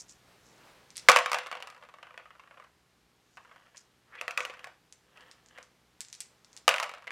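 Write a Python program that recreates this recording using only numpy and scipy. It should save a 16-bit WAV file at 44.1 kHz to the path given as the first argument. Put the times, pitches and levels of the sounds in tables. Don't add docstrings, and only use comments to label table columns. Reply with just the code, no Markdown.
import sys
import numpy as np
from scipy import signal
from scipy.fft import rfft, irfft
from scipy.io import wavfile

SR = 44100
rng = np.random.default_rng(int(sys.argv[2]) if len(sys.argv) > 2 else 0)


def store_pcm(level_fs):
    pcm = np.round(np.clip(level_fs, -1, 1) * 32767).astype(np.int16)
    wavfile.write(sys.argv[1], SR, np.atleast_2d(pcm).T)


N = 313551
TIME_S = np.arange(N) / SR
AGE_S = np.arange(int(.4 * SR)) / SR
ATTACK_SAMPLES = int(.004 * SR)
TOP_HZ = 16200

# (time [s], level [dB], tick [dB], spot pitch [Hz])
BOUNCES = [(1.0864, -7, -12, 2090), (1.0882, -4, -9.5, 1960), (1.0922, -4.5, -16, 1260),
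           (1.0978, -5.5, -10, 1130), (1.1172, -13, -8, 1210), (1.1222, -29, -24, 1080),
           (1.1619, -6, -15, 1125), (1.1705, -13, -12, 2400), (1.1885, -18, -10, 2470),
           (1.2604, -17.5, -16.5, 1660), (1.2975, -33, -15, 1260), (1.3173, -18.5, -10.5, 1200),
           (1.3316, -18.5, -11, 1250), (1.345, -16.5, -15.5, 1200), (1.3865, -25, -11, 1170),
           (1.4624, -32.5, -33, 1260), (1.4693, -31.5, -12.5, 1320), (1.5145, -27.5, -18, 1290),
           (1.5271, -28.5, -31, 1170), (1.5526, -32, -23, 1120), (1.571, -36.5, -32, 1100),
           (1.6033, -37.5, -17, 1040), (1.6249, -30, -15, 2820), (1.673, -36, -10, 1100),
           (1.7016, -42, -6, 1220), (1.7647, -47, -16, 1740), (1.8254, -43, -21.5, 1097),
           (2.0288, -38.5, -29.5, 1220), (2.177, -34.5, -25, 1803), (2.198, -43.5, -25, 1200),
           (2.5755, -46, -24.5, 1275), (2.5989, -44, -19.5, 1159), (2.6401, -58, -5.5, 1070),
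           (3.3716, -41.5, -14.5, 1540), (3.377, -44.5, -26.5, 1530), (3.4491, -50, -18, 1370),
           (3.5138, -45.5, -26, 1225), (3.5608, -47.5, -15.5, 1390), (3.7468, -50.5, -25.5, 1030),
           (4.1535, -39.5, -25, 1700), (4.2126, -26, -14, 2600), (4.2802, -23.5, -17, 1980),
           (4.3091, -30, -12, 2580), (4.3745, -29, -14, 2600), (4.3765, -17, -15.5, 2520),
           (4.4055, -23, -21, 2500), (4.4513, -26, -12, 2820), (4.4983, -35.5, -29, 514),
           (4.504, -40, -29, 524), (4.5388, -42, -14, 1530), (4.5934, -42.5, -13, 2580),
           (4.6434, -34, -10.5, 2120), (4.6716, -38.5, -17.5, 745), (5.1735, -47, -12, 2580),
           (5.5771, -42, -20, 2000), (5.585, -39.5, -15, 699), (6.6793, -9.5, -13, 1205),
           (6.6807, -12.5, -9, 1140), (6.691, -10.5, -10.5, 2730), (6.7118, -20, -29, 2480),
           (6.7415, -17, -20, 2530), (6.7621, -26.5, -9, 1220), (6.783, -23, -19, 2520),
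           (6.8001, -20.5, -11, 1300), (6.828, -22, -13.5, 1260), (6.8325, -27, -7, 1270),
           (6.841, -27, -16, 1230), (6.8937, -31.5, -15, 1280), (6.9385, -34.5, -21, 1310),
           (6.9745, -42.5, -33, 1260), (7.071, -37, -24, 2100), (7.0772, -29.5, -30, 2110),
           (7.1066, -28.5, -29, 2200)]
# (blow level [dB], relative level [dB])
SECOND_CORNER = [(-52.5, -0.5), (-16.5, -17)]
def knocks(count, ring_db=-19, corner_db=-2, low_cut_hz=130):
    cracks, tones = np.zeros((count, N)), np.zeros(N)
    modes = tub_modes()
    for k, (time_s, db, tick_db, hz) in enumerate(list(BOUNCES) + spins() + tumbles()):
        spot, wall = spot_flex(hz), wall_crack(db)
        corner_gain = undb(db + tick_db + corner_db)
        tick = corner_gain * corner_tick()
        tub = undb(db + ring_db) * tub_ring(modes)
        snap = corner_gain * corner_snap()
        body_gain = undb(db) / attack_rms(wall + spot)
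        crack, flex = body_gain * high_pass(wall, 160), body_gain * spot
        add(cracks[k % count], time_s, crack + tick)
        add(tones, time_s, flex + tub + snap)
        second_gain = undb(np.interp(db, *np.transpose(SECOND_CORNER)))
        add(tones, time_s + rng.uniform(.0014, .006), second_gain * (crack + flex))
    return high_pass(cracks, low_cut_hz), high_pass(tones, low_cut_hz)


# (pitch [Hz], t60 [s], level re wall [dB])
SPOT_FLEX = [(500, .03, -3.5), (1206, 0.023, -2), (2000, 0.015, -2), (2600, 0.01, 3)]
def spot_flex(hz):
    tone = high_pass(ring(hz, along(SPOT_FLEX, hz)), 600, order=3)
    return undb(along(SPOT_FLEX, hz, column=2)) * unit_hit(tone)


# (frequency [Hz], level [dB])
WALL_SPECTRUM = [(60, -35), (150, -23), (400, -17.5), (500, 0.5), (740, -2.5), (850, -6.5), (1150, -1),
                 (1750, -1), (2000, 1), (2700, 0.5), (3100, -3.5), (5000, -16.5), (9000, -26.5),
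                 (16000, -39.5)]
# (blow level [dB], cutoff [Hz])
WALL_CUTOFF = [(-43.5, 2200), (-40, 14000)]
def wall_crack(db):
    crack = colour(contact(scatter_db=2, t60_s=.019, build_s=.00039), WALL_SPECTRUM)
    return unit_hit(low_pass(crack, np.interp(db, *np.transpose(WALL_CUTOFF))))


# (frequency [Hz], level [dB])
TICK_SPECTRUM = [(100, -40.5), (500, -21), (1500, -3.5), (3800, 4), (7000, 0), (11000, -7.5), (16000, -21)]
def corner_tick():
    return unit_hit(colour(contact(scatter_db=0, t60_s=.025), TICK_SPECTRUM))


def corner_snap():
    return unit_hit(high_pass(ring(rng.uniform(3600, 5600), .0014), 2500))


# (frequency [Hz], level [dB], t60 [s])
TUB_MODES = [(503, 7.5, .33), (572, 3, .26), (655, -3, .2), (718, -2, .2), (790, -6, .18), (920, -3, .22),
             (970, -2, .24), (1096, 1, .24), (1140, 0, .2), (1184, 0, .22), (1262, -3, .24),
             (1298, -1, .22), (1456, 2, .22), (1510, 0, .2), (1720, -4, .18), (1955, 0, .16),
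             (2129, -1, .18), (2348, -3, .18), (2560, -1, .16), (2692, -1, .15)]
def tub_modes():
    return np.array([undb(db) * ring(hz, t60_s) for hz, db, t60_s in TUB_MODES])


def tub_ring(modes, spread_db=2):
    polarity, strength = rng.standard_normal((2, len(modes)))
    weights = np.sign(polarity) * undb(spread_db * strength)
    return weights @ modes / np.sqrt(len(modes) / 2)


# (start [s], end [s], first gap [s])
SPINS = [(1.94, 2.15, .046), (2.2567, 2.65, .0493)]
def spins(first_db=-43.5, fade_db_per_s=15.5, quicken_s=.0028):
    rows = []
    for start_s, end_s, gap_s in SPINS:
        age_s = np.append(0, np.cumsum(gap_s - quicken_s * np.arange(14)))
        age_s = age_s[age_s < end_s - start_s]
        rows += taps(start_s + age_s, first_db - fade_db_per_s * age_s, tick_db=-20.5)
    return rows


# (start [s], end [s], first level [dB], last level [dB])
TUMBLES = [(1.12, 1.558, -36, -47.5), (1.662, 1.92, -49.5, -50), (3.463, 3.697, -57, -62.5),
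           (4.218, 4.676, -49, -52), (6.72, 7.07, -33, -48)]
def tumbles(count=10):
    rows = []
    for start_s, end_s, first_db, last_db in TUMBLES:
        progress = (np.arange(count) + rng.random(count)) / count
        times_s = start_s + progress * (end_s - start_s)
        rows += taps(times_s, first_db + progress * (last_db - first_db), tick_db=-14)
    return rows


def taps(times_s, levels_db, tick_db, floor_hz=1220, spread_db=1.7, pitch_spread=.055):
    jitter = rng.standard_normal((len(times_s), 2))
    return [(time_s, db + spread_db * force, tick_db, floor_hz * np.exp(pitch_spread * detune))
            for time_s, db, (force, detune) in zip(times_s, levels_db, jitter)]


# (time [s], level [dB], pitch [Hz])
CLICKS = [(0.095, -52, 7300), (0.9045, -50, 5830), (0.9567, -50, 4900), (0.9622, -45, 4670),
          (0.9691, -37, 9200), (0.9794, -37, 5650), (0.9963, -48, 5137), (3.762, -52.5, 2630),
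          (3.7709, -45, 5100), (3.778, -49.5, 6030), (4.9254, -43, 6605), (5.2085, -55, 4740),
          (5.3137, -45, 5200), (5.4613, -53, 6840), (5.4866, -54, 6740), (5.6285, -47.5, 6160),
          (6.0067, -31, 7870), (6.0142, -38, 7000), (6.0491, -47, 5060), (6.0851, -47.5, 7200),
          (6.1009, -52, 6370), (6.1286, -37, 6080), (6.1421, -44, 4630), (6.1509, -44, 6000),
          (6.2052, -31.5, 8200), (6.209, -37, 8300), (6.4466, -49.5, 5340), (6.5305, -50.5, 6500),
          (6.566, -41.5, 7080), (6.5752, -42, 5350)]
# (frequency [Hz], level [dB])
SNAP_SPECTRUM = [(300, -30.5), (1200, -15.5), (2200, -2.5), (3000, -6), (4200, -1.5), (8000, 0),
                 (11000, -12), (16000, -22.5)]
# (frequency [Hz], level [dB], t60 [s])
HAND_MODES = [(2050, -1, 0.026), (3540, -0.5, .03), (4170, 0, .03), (5600, -1.5, .025)]
# (click level [dB], cutoff [Hz])
CLICK_CUTOFF = [(-50, 9000), (-31, 15000)]
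def clicks(count, ping_db=2, hollow_db=-10):
    out = np.zeros((count, N))
    for k, (time_s, db, hz) in enumerate(CLICKS):
        snap = unit_hit(colour(contact(scatter_db=0, t60_s=.075), SNAP_SPECTRUM))
        ping = unit_hit(high_pass(ring(hz, t60_s=.0026), 2100))
        hollow = unit_hit(sum(rng.choice([-1, 1]) * undb(mode_db) * ring(mode_hz, t60_s)
                              for mode_hz, mode_db, t60_s in HAND_MODES))
        click = snap + undb(ping_db) * ping + undb(hollow_db) * hollow
        cutoff_hz = np.interp(db, *np.transpose(CLICK_CUTOFF))
        add(out[k % count], time_s, undb(db) * unit_hit(low_pass(click, cutoff_hz, order=4)))
    return out


# (peak [s], rise [s], fall [s], level [dB], pitch at peak [Hz], glide [Hz/s])
SKIDS = [(4.15, 0.05, .014, -42.5, 1860, 13997.5), (4.189, .035, 0.029, -40.5, 2405, 30000),
         (4.234, 0.03, 0.034, -42, 2000, -8000)]
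def skid(width_hz=520, range_hz=(1200, 2820)):
    roughness = low_pass(rng.standard_normal(N), width_hz)
    out = np.zeros(N)
    for peak_s, rise_s, fall_s, db, hz, glide_hz_per_s in SKIDS:
        pitch_hz = np.clip(hz + glide_hz_per_s * (TIME_S - peak_s), *range_hz)
        chatter = roughness * np.sin(2 * np.pi * np.cumsum(pitch_hz) / SR)
        out += unit(chatter) * stroke(peak_s, rise_s, fall_s, db)
    return out


# (peak [s], rise [s], fall [s], level [dB])
DRAGS = [(2.1, .7, .9, -62), (3.56, 0.4, 0.45, -61), (4.22, 0.14, 0.062, -51), (4.62, 0.27, .14, -53),
         (5.2, 0.16, 0.29, -53), (5.6, 0.15, 0.075, -51.5)]
def drag(slips_per_s=1100, spread_db=3, ring_db=-16, cutoff_hz=2600):
    slips = (rng.random(N) < slips_per_s / SR) * rng.standard_normal(N)
    slips *= undb(spread_db * rng.standard_normal(N))
    tub = unit_hit(sum(rng.choice([-1, 1]) * mode for mode in tub_modes()))
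    wall = unit_hit(colour(contact(scatter_db=12, t60_s=.0079), WALL_SPECTRUM))
    scrape = signal.fftconvolve(slips, wall + undb(ring_db) * tub)[:N]
    return unit(low_pass(scrape, cutoff_hz, order=1)) * strokes(DRAGS)


# (peak [s], rise [s], fall [s], level [dB])
DICE_HISSES = [(0, .02, 0.037, -42.5), (.097, 0.019, 0.054, -50), (.46, 0.058, 0.19, -63.5),
               (3.33, .2, .5, -70), (3.775, .017, 0.06, -49), (4.395, .02, .1, -44.5),
               (6.15, .03, 0.07, -55), (6.22, 0.022, 0.052, -50.5), (6.58, .25, .06, -66)]
# (frequency [Hz], level [dB])
DICE_HISS_SPECTRUM = [(1000, -26), (3500, -18), (5500, 2), (6700, 2), (8500, -6.5), (16000, -39)]
def dice_hiss(grain_db=4, grain_samples=90):
    levels_db = grain_db * rng.standard_normal(N // grain_samples + 1)
    grain = undb(np.repeat(levels_db, grain_samples)[:N])
    return unit(colour(grain * rng.standard_normal(N), DICE_HISS_SPECTRUM)) * strokes(DICE_HISSES)


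# (peak [s], rise [s], fall [s], level [dB])
ARM_MOVES = [(.29, 0.085, 0.36, -62), (.68, 0.43, 0.44, -57.5), (1.07, 0.17, 0.081, -58),
             (2.78, .04, .09, -67), (5.28, 0.3, 0.34, -60.5), (6.32, .12, 0.27, -66.5),
             (6.56, .3, 0.25, -63)]
# (frequency [Hz], level [dB])
SLEEVE_SPECTRUM = [(60, -10.5), (200, -5), (500, 1), (1200, -1), (2500, -6), (6000, -16), (16000, -26.5)]
def sleeve():
    return unit(colour(rng.standard_normal(N), SLEEVE_SPECTRUM)) * strokes(ARM_MOVES)


# (frequency [Hz], level [dB], t60 [s])
ROOM_BANDS = [(150, -4.5, 0.34), (514, -1.5, 0.24), (1200, 9, 0.26), (2500, -7, 0.32), (4850, -4, 0.36),
              (8950, -8, .26), (15000, 3.5, 0.06)]
def room_tails(count=7, octaves=9, build_s=.0024):
    noise = rfft(rng.standard_normal((count, len(AGE_S))))
    octave = np.log2(np.maximum(np.fft.rfftfreq(len(AGE_S), 1 / SR), 1))
    tails = 0
    for hz in TOP_HZ / 2 ** np.arange(octaves):
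        band = irfft(noise * np.maximum(1 - abs(octave - np.log2(hz)), 0), len(AGE_S))
        tails += band * undb(along(ROOM_BANDS, hz)) * fade(along(ROOM_BANDS, hz, column=2))
    tails *= 1 - np.exp(-AGE_S / build_s)
    return tails / np.sqrt(np.sum(tails ** 2, axis=1, keepdims=True))


def diffuse(places, tails):
    return signal.oaconvolve(places, tails, axes=1)[:, :N].sum(axis=0)


# (frequency [Hz], harmonic level [dB])
BUZZ_SPECTRUM = [(60, -83.5), (120, -76), (180, -77.5), (240, -82), (300, -84), (420, -83), (600, -85),
                 (900, -97.5)]
# (frequency [Hz], level [dB])
HISS_SPECTRUM = [(15, -37.5), (25, -8.5), (114, -1.5), (317, -4), (476, -5.5), (560, -10), (659, -8.5),
                 (775, -6), (4250, -12.5), (14000, -25), (16000, -36)]
def electronics(mains_hz=60, hiss_db=-64.5):
    buzz = sum(undb(along(BUZZ_SPECTRUM, hz)) * np.sqrt(2) * np.cos(2 * np.pi * hz * TIME_S)
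               for hz in mains_hz * np.arange(1, 15))
    return buzz + undb(hiss_db) * unit(colour(rng.standard_normal(N), HISS_SPECTRUM))


def contact(scatter_db, t60_s, build_s=.002):
    scatter = rng.standard_normal(len(AGE_S)) * fade(t60_s) * (1 - np.exp(-AGE_S / build_s))
    return (AGE_S == 0) + undb(scatter_db) * scatter / np.sqrt(np.sum(scatter ** 2))


def ring(hz, t60_s):
    return np.sin(2 * np.pi * hz * AGE_S) * fade(t60_s)


def fade(t60_s):
    return np.exp(-np.log(1000) * AGE_S / t60_s)


def stroke(peak_s, rise_s, fall_s, db, depth_db=20):
    distance = np.maximum((peak_s - TIME_S) / rise_s, (TIME_S - peak_s) / fall_s)
    return undb(db - depth_db * np.minimum(distance, 10))


def strokes(rows):
    return np.max([stroke(*row) for row in rows], axis=0)


def colour(x, points, size=1024):
    gain = undb(along(points, np.fft.rfftfreq(size, 1 / SR)))
    cepstrum = irfft(np.log(gain))
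    cepstrum[1:size // 2] *= 2
    cepstrum[size // 2 + 1:] = 0
    return signal.fftconvolve(x, irfft(np.exp(rfft(cepstrum))))[:len(x)]


def along(points, hz, column=1):
    columns = np.transpose(points)
    return np.interp(np.log(np.maximum(hz, 1)), np.log(columns[0]), columns[column])


def high_pass(x, hz, order=2):
    return signal.sosfilt(signal.butter(order, hz, "high", fs=SR, output="sos"), x)


def low_pass(x, hz, order=2):
    return signal.sosfilt(signal.butter(order, hz, fs=SR, output="sos"), x)


def undb(db):
    return 10 ** (np.asarray(db) / 20)


def unit(x):
    return x / np.sqrt(np.mean(x ** 2))


def attack_rms(x):
    return np.sqrt(np.mean(x[:ATTACK_SAMPLES] ** 2))


def unit_hit(x):
    return x / attack_rms(x)


def add(track, time_s, sound):
    start = int(np.clip(time_s * SR, 0, N - 1))
    track[start:start + len(sound)] += sound[:N - start]


def scene(tub_room_db=-5.5, hand_room_db=-9, side_db=-4, side_above_hz=6200):
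    tails = room_tails()
    cracks, tones = knocks(len(tails))
    hand = clicks(len(tails))
    send = undb(tub_room_db) * cracks + undb(hand_room_db) * hand
    direct = (cracks + hand).sum(axis=0) + tones
    mid = direct + diffuse(send, tails) + drag() + skid() + dice_hiss() + sleeve() + electronics()
    side = undb(side_db) * high_pass(diffuse(send, room_tails()), side_above_hz, order=6)
    return np.array([mid + side, mid - side])


def record(dry, threshold_db=-27, depth_db=6, recover_db_per_s=.39, window_s=.05):
    pole = np.exp(-1 / (window_s * SR))
    power = signal.lfilter([1 - pole], [1, -pole], np.mean(dry, axis=0) ** 2)
    over_db = np.clip(10 * np.log10(power + 1e-18) - threshold_db, 0, depth_db)
    recovery_db = recover_db_per_s * TIME_S
    held_db = np.maximum.accumulate(over_db + recovery_db) - recovery_db
    gain = undb(-signal.lfilter(np.ones(ATTACK_SAMPLES) / ATTACK_SAMPLES, 1, held_db))
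    top_cut = signal.ellip(8, .2, 70, TOP_HZ, fs=SR, output="sos")
    return signal.sosfilt(top_cut, np.clip(dry * gain, -1, 1))


dry = scene()
out = record(dry)
store_pcm(out)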